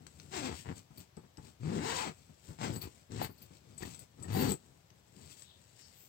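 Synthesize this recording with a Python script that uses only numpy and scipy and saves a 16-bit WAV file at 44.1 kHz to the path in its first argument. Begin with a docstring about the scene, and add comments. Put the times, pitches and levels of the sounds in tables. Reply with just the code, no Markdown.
"""Hands brush a fabric bag, then pull its zipper in eight short strokes, close to a phone in a small room.
Each passing tooth tugs the cloth panel and clicks in the slider, so the buzz follows the hand's speed.
The third stroke is the fastest; in the later ones the metal pull tab jingles, driven through its modes.
Between strokes cloth noise swells, the slider ticks, the tab clinks and the contents bump.
After the last stroke come a few more ticks, a bump and narrow swishes of a hand over the weave."""
import sys
import numpy as np
from scipy import signal
from scipy.fft import rfft, irfft
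from scipy.io import wavfile
from scipy.ndimage import uniform_filter1d, map_coordinates

SR = 44100
rng = np.random.default_rng(int(sys.argv[2]) if len(sys.argv) > 2 else 0)


def materialize(psi):
    """Save the field psi as 16-bit PCM at rate SR to the path in sys.argv[1].

    A 1-D psi becomes a single channel; in a 2-D psi each row is a channel.
    """
    bounded = np.clip(np.atleast_2d(psi).T, -1, 1)
    quanta = np.round(bounded * 32767).astype(np.int16)
    wavfile.write(sys.argv[1], SR, quanta)


N = 268172
TIME = np.arange(N) / SR
MID_SPEED_HZ = 200  # reference tooth rate

# low spectrum of muffled bumps and flexing cloth: (frequency [Hz], level [dB])
BUMP_SPECTRUM = [(30, -50), (75, 0.5), (140, 0), (260, -7), (450, -14.5), (600, -19), (850, -20),
                 (2000, -33), (6000, -54)]


def undb(db):
    """Decibels to gain."""
    return 10 ** (np.asarray(db) / 20)


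def unit(x):
    """Scale to rms 1."""
    return x / np.sqrt(np.mean(x ** 2))


def even(x, size=1500):
    """Hold the rms over size samples at 1, leaving single clicks their shape."""
    return x / np.sqrt(uniform_filter1d(x ** 2, size) + 1e-12)


def colour(x, spectrum, size=4096):
    """Minimum-phase filter of unit energy through (Hz, dB) points."""
    hz, db = np.transpose(spectrum)
    grid = np.maximum(np.fft.rfftfreq(size, 1 / SR), 1)
    gain = undb(np.interp(np.log(grid), np.log(hz), db))
    cepstrum = irfft(np.log(gain))
    # folding the cepstrum makes the response causal
    cepstrum[1:size // 2] *= 2
    cepstrum[size // 2:] = 0
    response = irfft(np.exp(rfft(cepstrum)))
    return signal.fftconvolve(x, response / np.linalg.norm(response))[:len(x)]


def lowpass(x, hz):
    """The part of a sound below hz, without delay."""
    return signal.sosfiltfilt(signal.butter(2, min(hz, SR / 3), fs=SR, output="sos"), x)


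def fade(t, t60):
    """Decay that loses 60 dB in t60 seconds."""
    return np.exp(-np.log(1000) * t / t60)


def decay(x, t60):
    """Start an exponential decay at each impulse."""
    return signal.lfilter([1], [1, -fade(1 / SR, t60)], x)


def swell(s, half_s):
    """A smooth rise and fall around the time s."""
    return np.exp(-((TIME - s) / half_s) ** 2)


def walk(rate_hz):
    """Smooth random wander of spread 1."""
    size = max(int(SR / rate_hz), 1)
    held = rng.standard_normal(N)[np.arange(N) // size]
    return unit(uniform_filter1d(held, size))


def strikes(times, sizes):
    """Impulses at the given times."""
    out = np.zeros(N)
    at = np.clip(np.round(times * SR).astype(int), 0, N - 1)
    np.add.at(out, at, sizes)
    return out


def scuff(hits, t60):
    """A short burst of friction noise after each impulse."""
    return decay(hits, t60) * rng.standard_normal(N)


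def ring(x, modes):
    """Drive a set of damped modes (Hz, dB, t60 s)."""
    t = TIME[:SR // 4]
    response = sum(undb(db) * np.sin(2 * np.pi * hz * t) * fade(t, t60) for hz, db, t60 in modes)
    return signal.fftconvolve(x, response / np.abs(response).max())[:N]


def room_tone(level_db=-64.5, right_db=-5, shared_below_hz=290):
    """Quiet indoor air: the bass is shared by both ports, the hiss is not."""
    # (frequency [Hz], level [dB])
    air_spectrum = [(25, -23), (70, 0), (130, 1), (250, -12), (600, -10), (1300, -17.5), (4000, -20),
                    (6700, -22.5), (7700, -50), (10500, -29.5), (15000, -28)]
    left, own = (colour(rng.standard_normal(N), air_spectrum) for _ in range(2))
    right = own + lowpass(left - own, shared_below_hz)
    return undb(level_db) * np.array([left, undb(right_db) * right])


def cloth(brush_db=4.0, flex_db=-2, rest_brush_db=-81, rest_flex_db=-71.5,
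          grain_db=3, patchy_db=2, fidget_db=2):
    """Fibres catch and slip under the hands while the panel flexes."""
    # a hand shifts its hold: (middle [s], half length [s], brushing level [dB], panel flexing level [dB])
    handling = [(.01, 0.056, -86, -58.5), (0.233, 0.11, -71.5, -60.5), (0.584, 0.051, -58, -57.5),
                (0.776, 0.035, -63, -54.5), (0.997, 0.035, -65.5, -54.5), (1.466, 0.043, -68.5, -55.5),
                (2.16, 0.16, -75.5, -73), (2.492, 0.061, -67, -61.5), (2.94, 0.085, -71, -68),
                (3.432, 0.045, -72.5, -62), (3.55, 0.031, -71, -66), (3.721, 0.088, -80.5, -61),
                (3.905, 0.077, -59.5, -55.5), (4.024, 0.021, -67.5, -57), (4.251, 0.055, -68.5, -47),
                (4.636, 0.12, -81, -67.5), (5.225, 0.072, -66.5, -57), (5.317, 0.023, -60.5, -63),
                (5.399, 0.056, -64.5, -95), (5.69, 0.015, -79, -100), (5.804, 0.035, -72, -99),
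                (6.0, 0.39, -73.5, -113)]
    # fibre noise: (frequency [Hz], level [dB])
    brush_spectrum = [(150, -14), (500, -2), (1200, -8), (2500, 1.5), (5000, 2.5), (6700, 1), (7700, 11),
                      (9000, 0), (10600, -19.5), (13000, -8.5), (15500, -5.5)]
    fidget = fidget_db * walk(20)
    brush = undb(rest_brush_db + fidget) + sum(undb(db) * swell(s, half) for s, half, db, _ in handling)
    flex = undb(rest_flex_db + fidget) + sum(undb(db) * swell(s, half) for s, half, _, db in handling)

    fibres = colour(rng.standard_normal(N) * undb(grain_db * walk(900)), brush_spectrum)
    dull = lowpass(fibres, 5500)
    bright = fibres - dull
    hiss = unit(dull * undb(patchy_db * walk(9.8)) + bright)
    panel = unit(colour(rng.standard_normal(N), BUMP_SPECTRUM))
    return undb(brush_db) * brush * hiss + undb(flex_db) * flex * panel


def swishes(width=0.12):
    """Skin gliding over the ribs of the weave sings in a band of +-width in log frequency."""
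    # (middle [s], level [dB], centre frequency [Hz], half length [s])
    glides = [(0.781, -54, 7440, 0.004), (5.508, -65.5, 3581, 0.065), (5.843, -64.5, 5140, 0.062),
              (6.016, -64, 14400, 0.066)]
    out = np.zeros(N)
    for s, db, hz, half_s in glides:
        edges_hz = np.minimum(hz * np.exp([-width, width]), SR / 2 - 1)
        band = signal.butter(1, edges_hz, "band", fs=SR, output="sos")
        noise = signal.sosfiltfilt(band, rng.standard_normal(N))
        out += undb(db) * unit(noise) * swell(s, half_s)
    return out


def contents(bump_db=-5, bump_t60=0.13):
    """Soft bumps, muffled by the padded wall, and a few hollow knocks of hard things."""
    # contents bump inside the bag: (time [s], level [dB])
    soft_bumps = [(.905, -48), (1.17, -40.5), (1.236, -49.5), (1.38, -39.5), (2.293, -49), (2.487, -38),
                  (2.503, -43), (2.694, -31), (2.765, -37), (3.096, -52), (3.291, -41.5), (3.507, -47.5),
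                  (4.186, -46), (4.911, -56.5)]
    # hard things knock together: (time [s], level [dB], pitch [Hz], t60 [s])
    hard_knocks = [(1.174, -45, 433, 0.04), (3.216, -24, 740, 0.017), (3.833, -38.5, 1848, 0.033),
                   (4.244, -53, 1840, 0.095), (4.349, -36, 762, 0.27)]
    s, db = np.transpose(soft_bumps)
    push = uniform_filter1d(decay(strikes(s, undb(db)), bump_t60), size=200)
    rumble = even(colour(rng.standard_normal(N), BUMP_SPECTRUM), size=700)
    knocks = sum(ring(strikes(np.array([s]), undb(db)), [(hz, 0, t60)]) for s, db, hz, t60 in hard_knocks)
    return undb(bump_db) * push * rumble + knocks


def waver(x, depth_samples, rate_hz):
    """Changing contact bends the pitch of a ringing part a little."""
    drift = decay(depth_samples * walk(rate_hz), t60=1.0)
    return map_coordinates(x, [np.arange(N) + drift], order=5)


def rattle(x):
    """The loosely hung pull tab rings in its modes."""
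    # (frequency [Hz], level [dB], t60 [s])
    tab_modes = [(4405, -2, 0.035), (4589, 9, 0.017), (9515, 2, 0.037), (13500, -8, 0.065),
                 (14360, 9.5, 0.057), (14888, 7.5, 0.013)]
    return waver(ring(x, tab_modes), depth_samples=0.0011, rate_hz=120)


def hardware(ring_db=0, ring_t60=0.092, click_db=-3, click_t60=0.015,
             clink_db=-2, chatter_db=-20, chatter_t60=0.11):
    """Lone ticks of the slider and clinks of its tab, each with a little chatter."""
    # slider knocks against teeth and tab: (time [s], ringing level [dB], dry click level [dB])
    ticks = [(0.0669, -53.5, -41.5), (0.199, -74, -43), (1.168, -58, -54.5), (1.372, -59, -51),
             (2.735, -47.5, -52), (2.76, -43.5, -45), (3.119, -56, -45), (3.535, -73, -57),
             (3.779, -43.5, -58), (3.946, -49, -47.5), (3.992, -49, -52), (4.226, -41.5, -65),
             (4.491, -40.5, -59), (4.507, -50, -32.5), (4.518, -33.5, -51), (4.903, -88, -54.5),
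             (5.421, -51, -46.5)]
    # pull tab swings free and clinks: (time [s], level [dB])
    clinks = [(.976, -43.5), (2.816, -34), (3.378, -55), (3.419, -46.5), (3.992, -48), (4.518, -52.5)]
    # (frequency [Hz], level [dB], t60 [s])
    slider_modes = [(7460, -8, 0.04), (7900, 31, 0.025), (7900, -28, 0.058)]
    # dry click: (frequency [Hz], level [dB])
    click_spectrum = [(200, 23), (900, 23), (2500, 23.5), (4800, 26), (6500, 28), (7900, -46), (10500, 4),
                      (15000, 9)]
    s, ringing_db, dry_db = np.transpose(ticks)
    # cushioned by the tape, the chatter takes a moment to build up
    shake = uniform_filter1d(decay(strikes(s, undb(ringing_db)), ring_t60), size=130)
    body = shake * even(ring(rng.standard_normal(N), slider_modes), size=500)
    click = colour(scuff(strikes(s, undb(dry_db)), click_t60), click_spectrum)

    s, db = np.transpose(clinks)
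    swings = strikes(s, undb(db))
    tab = rattle(swings + undb(chatter_db) * scuff(swings, chatter_t60))
    return undb(ring_db) * body + undb(click_db) * click + undb(clink_db) * tab


def pulling(unsteady_db=1.48, panel_hz=168, off_panel_db=-4.5, rasp_db_per_octave=5):
    """The hand's speed sets the tooth rate and, with each pull's force, the strength of tug and rasp."""
    # one curve for each pull: (time [s], tooth rate [Hz])
    speeds = [
        [(0.305, 311.7), (0.329, 395.8), (0.361, 376), (0.425, 250), (0.477, 246.2), (0.503, 85.96),
         (0.565, 71)],
        [(.64, 99.27), (.69, 136.6), (.75, 80.26)],
        [(1.59, 95.47), (1.646, 143.7), (1.686, 160.6), (1.73, 229.4), (1.77, 165.4), (1.812, 284.5),
         (1.894, 476.9), (2.024, 495.8), (2.096, 175.7), (2.14, 110.1)],
        [(2.58, 141.8), (2.65, 249.8), (2.714, 133.2), (2.79, 102.7)],
        [(2.8, 112), (2.895, 78.6)],
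        [(3.09, 90.23), (3.18, 109.6), (3.225, 185.4), (3.285, 86)],
        [(3.795, 129.5), (3.91, 90.54)],
        [(4.27, 88.04), (4.33, 98.74), (4.382, 208.8), (4.418, 249), (4.44, 241.2), (4.46, 280.3),
         (4.56, 114.6)],
    ]
    # the same pulls in order: (attack [s], release [s], tug on the cloth [dB], rasp of the slider [dB],
    # growth of the rasp over the pull [dB], friction hiss [dB], snagging at mid speed [share of a tooth])
    pulls = [(0.037, 0.031, -40, -43.5, 6, 5, .045), (0.085, 0.052, -38.5, -44, -14, -7, 0.164),
             (0.1, 0.15, -37, -46, 14.5, 3, .05), (0.042, 0.028, -42.5, -47, -10.5, 1, .07),
             (0.033, 0.02, -46.5, -49.5, -19, 23, 0.31), (0.022, 0.031, -43, -47.5, 15, 6.5, 0.19),
             (0.031, 0.085, -43, -46, -2, 6.5, 0.8), (0.04, 0.072, -33, -43.5, -5, 4, .05)]
    rate = np.interp(TIME, *np.concatenate(speeds).T)
    spans = np.array([(curve[0][0], curve[-1][0]) for curve in speeds])
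    pull = np.maximum(np.searchsorted(spans[:, 0], TIME) - 1, 0)
    start, end = spans[pull].T
    attack, release, tug_db, rasp_db, growth_db, hiss_db, snag = np.array(pulls)[pull].T

    grip = np.clip((TIME - start) / attack, 0, 1) * np.clip((end - TIME) / release, 0, 1)
    grip = grip * undb(unsteady_db * walk(30.025))
    progress = np.clip((TIME - start) / (end - start), 0, 1)
    # the panel follows panel_hz best and loses off_panel_db one octave away
    tug = grip * undb(tug_db + off_panel_db * np.log2(rate / panel_hz) ** 2)
    # faster teeth hit harder
    speed_db = rasp_db_per_octave * np.log2(rate / MID_SPEED_HZ)
    rasp = grip * undb(rasp_db + growth_db * (progress - .5) + speed_db)
    return rate, snag, tug, rasp, undb(hiss_db)


def teeth(rate, snag, wobble=.06, scatter_db=3):
    """An impulse and one swing of the cloth for each tooth; the slower the pull, the more it stumbles."""
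    phase = np.cumsum(rate * np.exp(wobble * walk(90))) / SR
    at = np.flatnonzero(np.diff(np.floor(phase)))
    late, size = rng.standard_normal((len(at), 2)).T
    stumble = np.sqrt(MID_SPEED_HZ / rate[at])
    times = np.sort(at / SR + snag[at] * stumble * late / rate[at])
    swing = np.sin(2 * np.pi * np.interp(TIME, times, np.arange(len(at))))
    return strikes(times, undb(scatter_db * stumble * size)), swing


def zipper(tug_db=0, rasp_db=-1, snap_hz=2800, scuff_t60=0.063, slide_db=-4, jingle_db=0,
           patchy_db=3, drag_db=-3, swing_db=0, sway_db=3, buzz_db=2):
    """Teeth tug the panel, click and scrape in the slider, and shake the pull tab."""
    # slider shakes the pull tab: (middle [s], half length [s], level [dB])
    jingles = [(2.77, 0.032, -56), (3.236, 0.018, -45.5), (3.303, 0.054, -67.5), (3.84, 0.055, -62),
               (4.346, 0.022, -50), (4.409, 0.044, -43), (4.501, 0.029, -47)]
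    # cloth panel, then slider rasp: (frequency [Hz], level [dB])
    panel_spectrum = [(28, -37), (70, 3), (140, 5), (330, 2.5), (470, -1), (590, -13.5), (760, -12.5),
                      (1200, -16), (4000, -89)]
    rasp_spectrum = [(150, -23), (400, -10.5), (580, 0.5), (760, 10.5), (1000, 8), (1300, -0.5),
                     (2000, 2.5), (3100, -0.5), (4300, -2.5), (6500, -7), (7800, 0), (9200, -16.5),
                     (10600, -36.5), (14500, -20.5)]
    rate, snag, tug_gain, rasp_gain, friction = pulling()
    hits, swing = teeth(rate, snag)
    scrape = even(scuff(hits, scuff_t60))

    # each tooth snaps home with a blunt click; the treble is friction, which changes with the grip
    snaps = undb(buzz_db) * lowpass(even(hits), snap_hz)
    hiss = (scrape - lowpass(scrape, snap_hz)) * undb(patchy_db * walk(25.18))
    slide = undb(slide_db) * rng.standard_normal(N)
    rasp = even(colour(snaps + friction * (hiss + slide), rasp_spectrum))

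    # the panel swings once a tooth, unevenly as it tightens and slackens, and rumbles with the drag
    jolts = even(colour(even(hits) + undb(drag_db) * scrape, panel_spectrum))
    swing = lowpass(swing, 180)  # its weight cannot follow the fastest teeth
    sway = undb(swing_db + sway_db * walk(40)) * unit(colour(swing, panel_spectrum))
    tug = even(jolts + sway, size=900)

    shaking = sum(undb(db) * swell(s, half) for s, half, db in jingles)
    jingle = even(rattle(scrape)) * shaking
    return undb(tug_db) * tug_gain * tug + undb(rasp_db) * rasp_gain * rasp + undb(jingle_db) * jingle


def reflections(x, wet_db, t60, low_hz, delay_s):
    """Dense echoes from surfaces, with little bass."""
    t = TIME[:SR // 3]
    tail = rng.standard_normal(len(t)) * fade(t, t60) * (t > delay_s)
    highpass = signal.butter(1, low_hz, "high", fs=SR, output="sos")
    tail = signal.sosfilt(highpass, tail / np.linalg.norm(tail))
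    return undb(wet_db) * signal.fftconvolve(x, tail)[:N]


def folds(x, scatter_db, t60, low_hz):
    """Short echoes off the hands and cloth, which change as they move."""
    turn = 2 * walk(6.5)
    shares = (np.cos(turn), np.sin(turn))
    return sum(share * reflections(x, scatter_db, t60, low_hz, delay_s=0) for share in shares)


def scene(left_db=5.0, right_db=-9.5, lag_s=.00043):
    """The bag lies to the left: the right port hears it later and shaded by the phone."""
    # far port: (frequency [Hz], level [dB])
    shade_spectrum = [(100, 9.5), (500, 8), (2000, 3), (4500, -0.5), (8000, -6), (14000, 4)]
    bag = zipper() + hardware() + contents() + cloth() + swishes()
    left = bag + reflections(bag, wet_db=-9.0, t60=0.12, low_hz=436, delay_s=0.0062)
    late = np.roll(bag, int(round(lag_s * SR)))
    shaded = colour(late, shade_spectrum)
    right = shaded + folds(shaded, scatter_db=5, t60=.014, low_hz=1800)
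    right = right + reflections(shaded, wet_db=-1, t60=0.089, low_hz=494, delay_s=0.0088)
    return np.array([undb(left_db) * left, undb(right_db) * right]) + room_tone()


def record(dry, bottom_hz=45, top_hz=15800):
    """The deepest bass is taken out, and the phone cuts the top."""
    dry = signal.sosfilt(signal.butter(4, bottom_hz, "high", fs=SR, output="sos"), dry)
    return signal.sosfilt(signal.ellip(10, .2, 70, top_hz, fs=SR, output="sos"), dry)


dry = scene()
out = record(dry)
materialize(out)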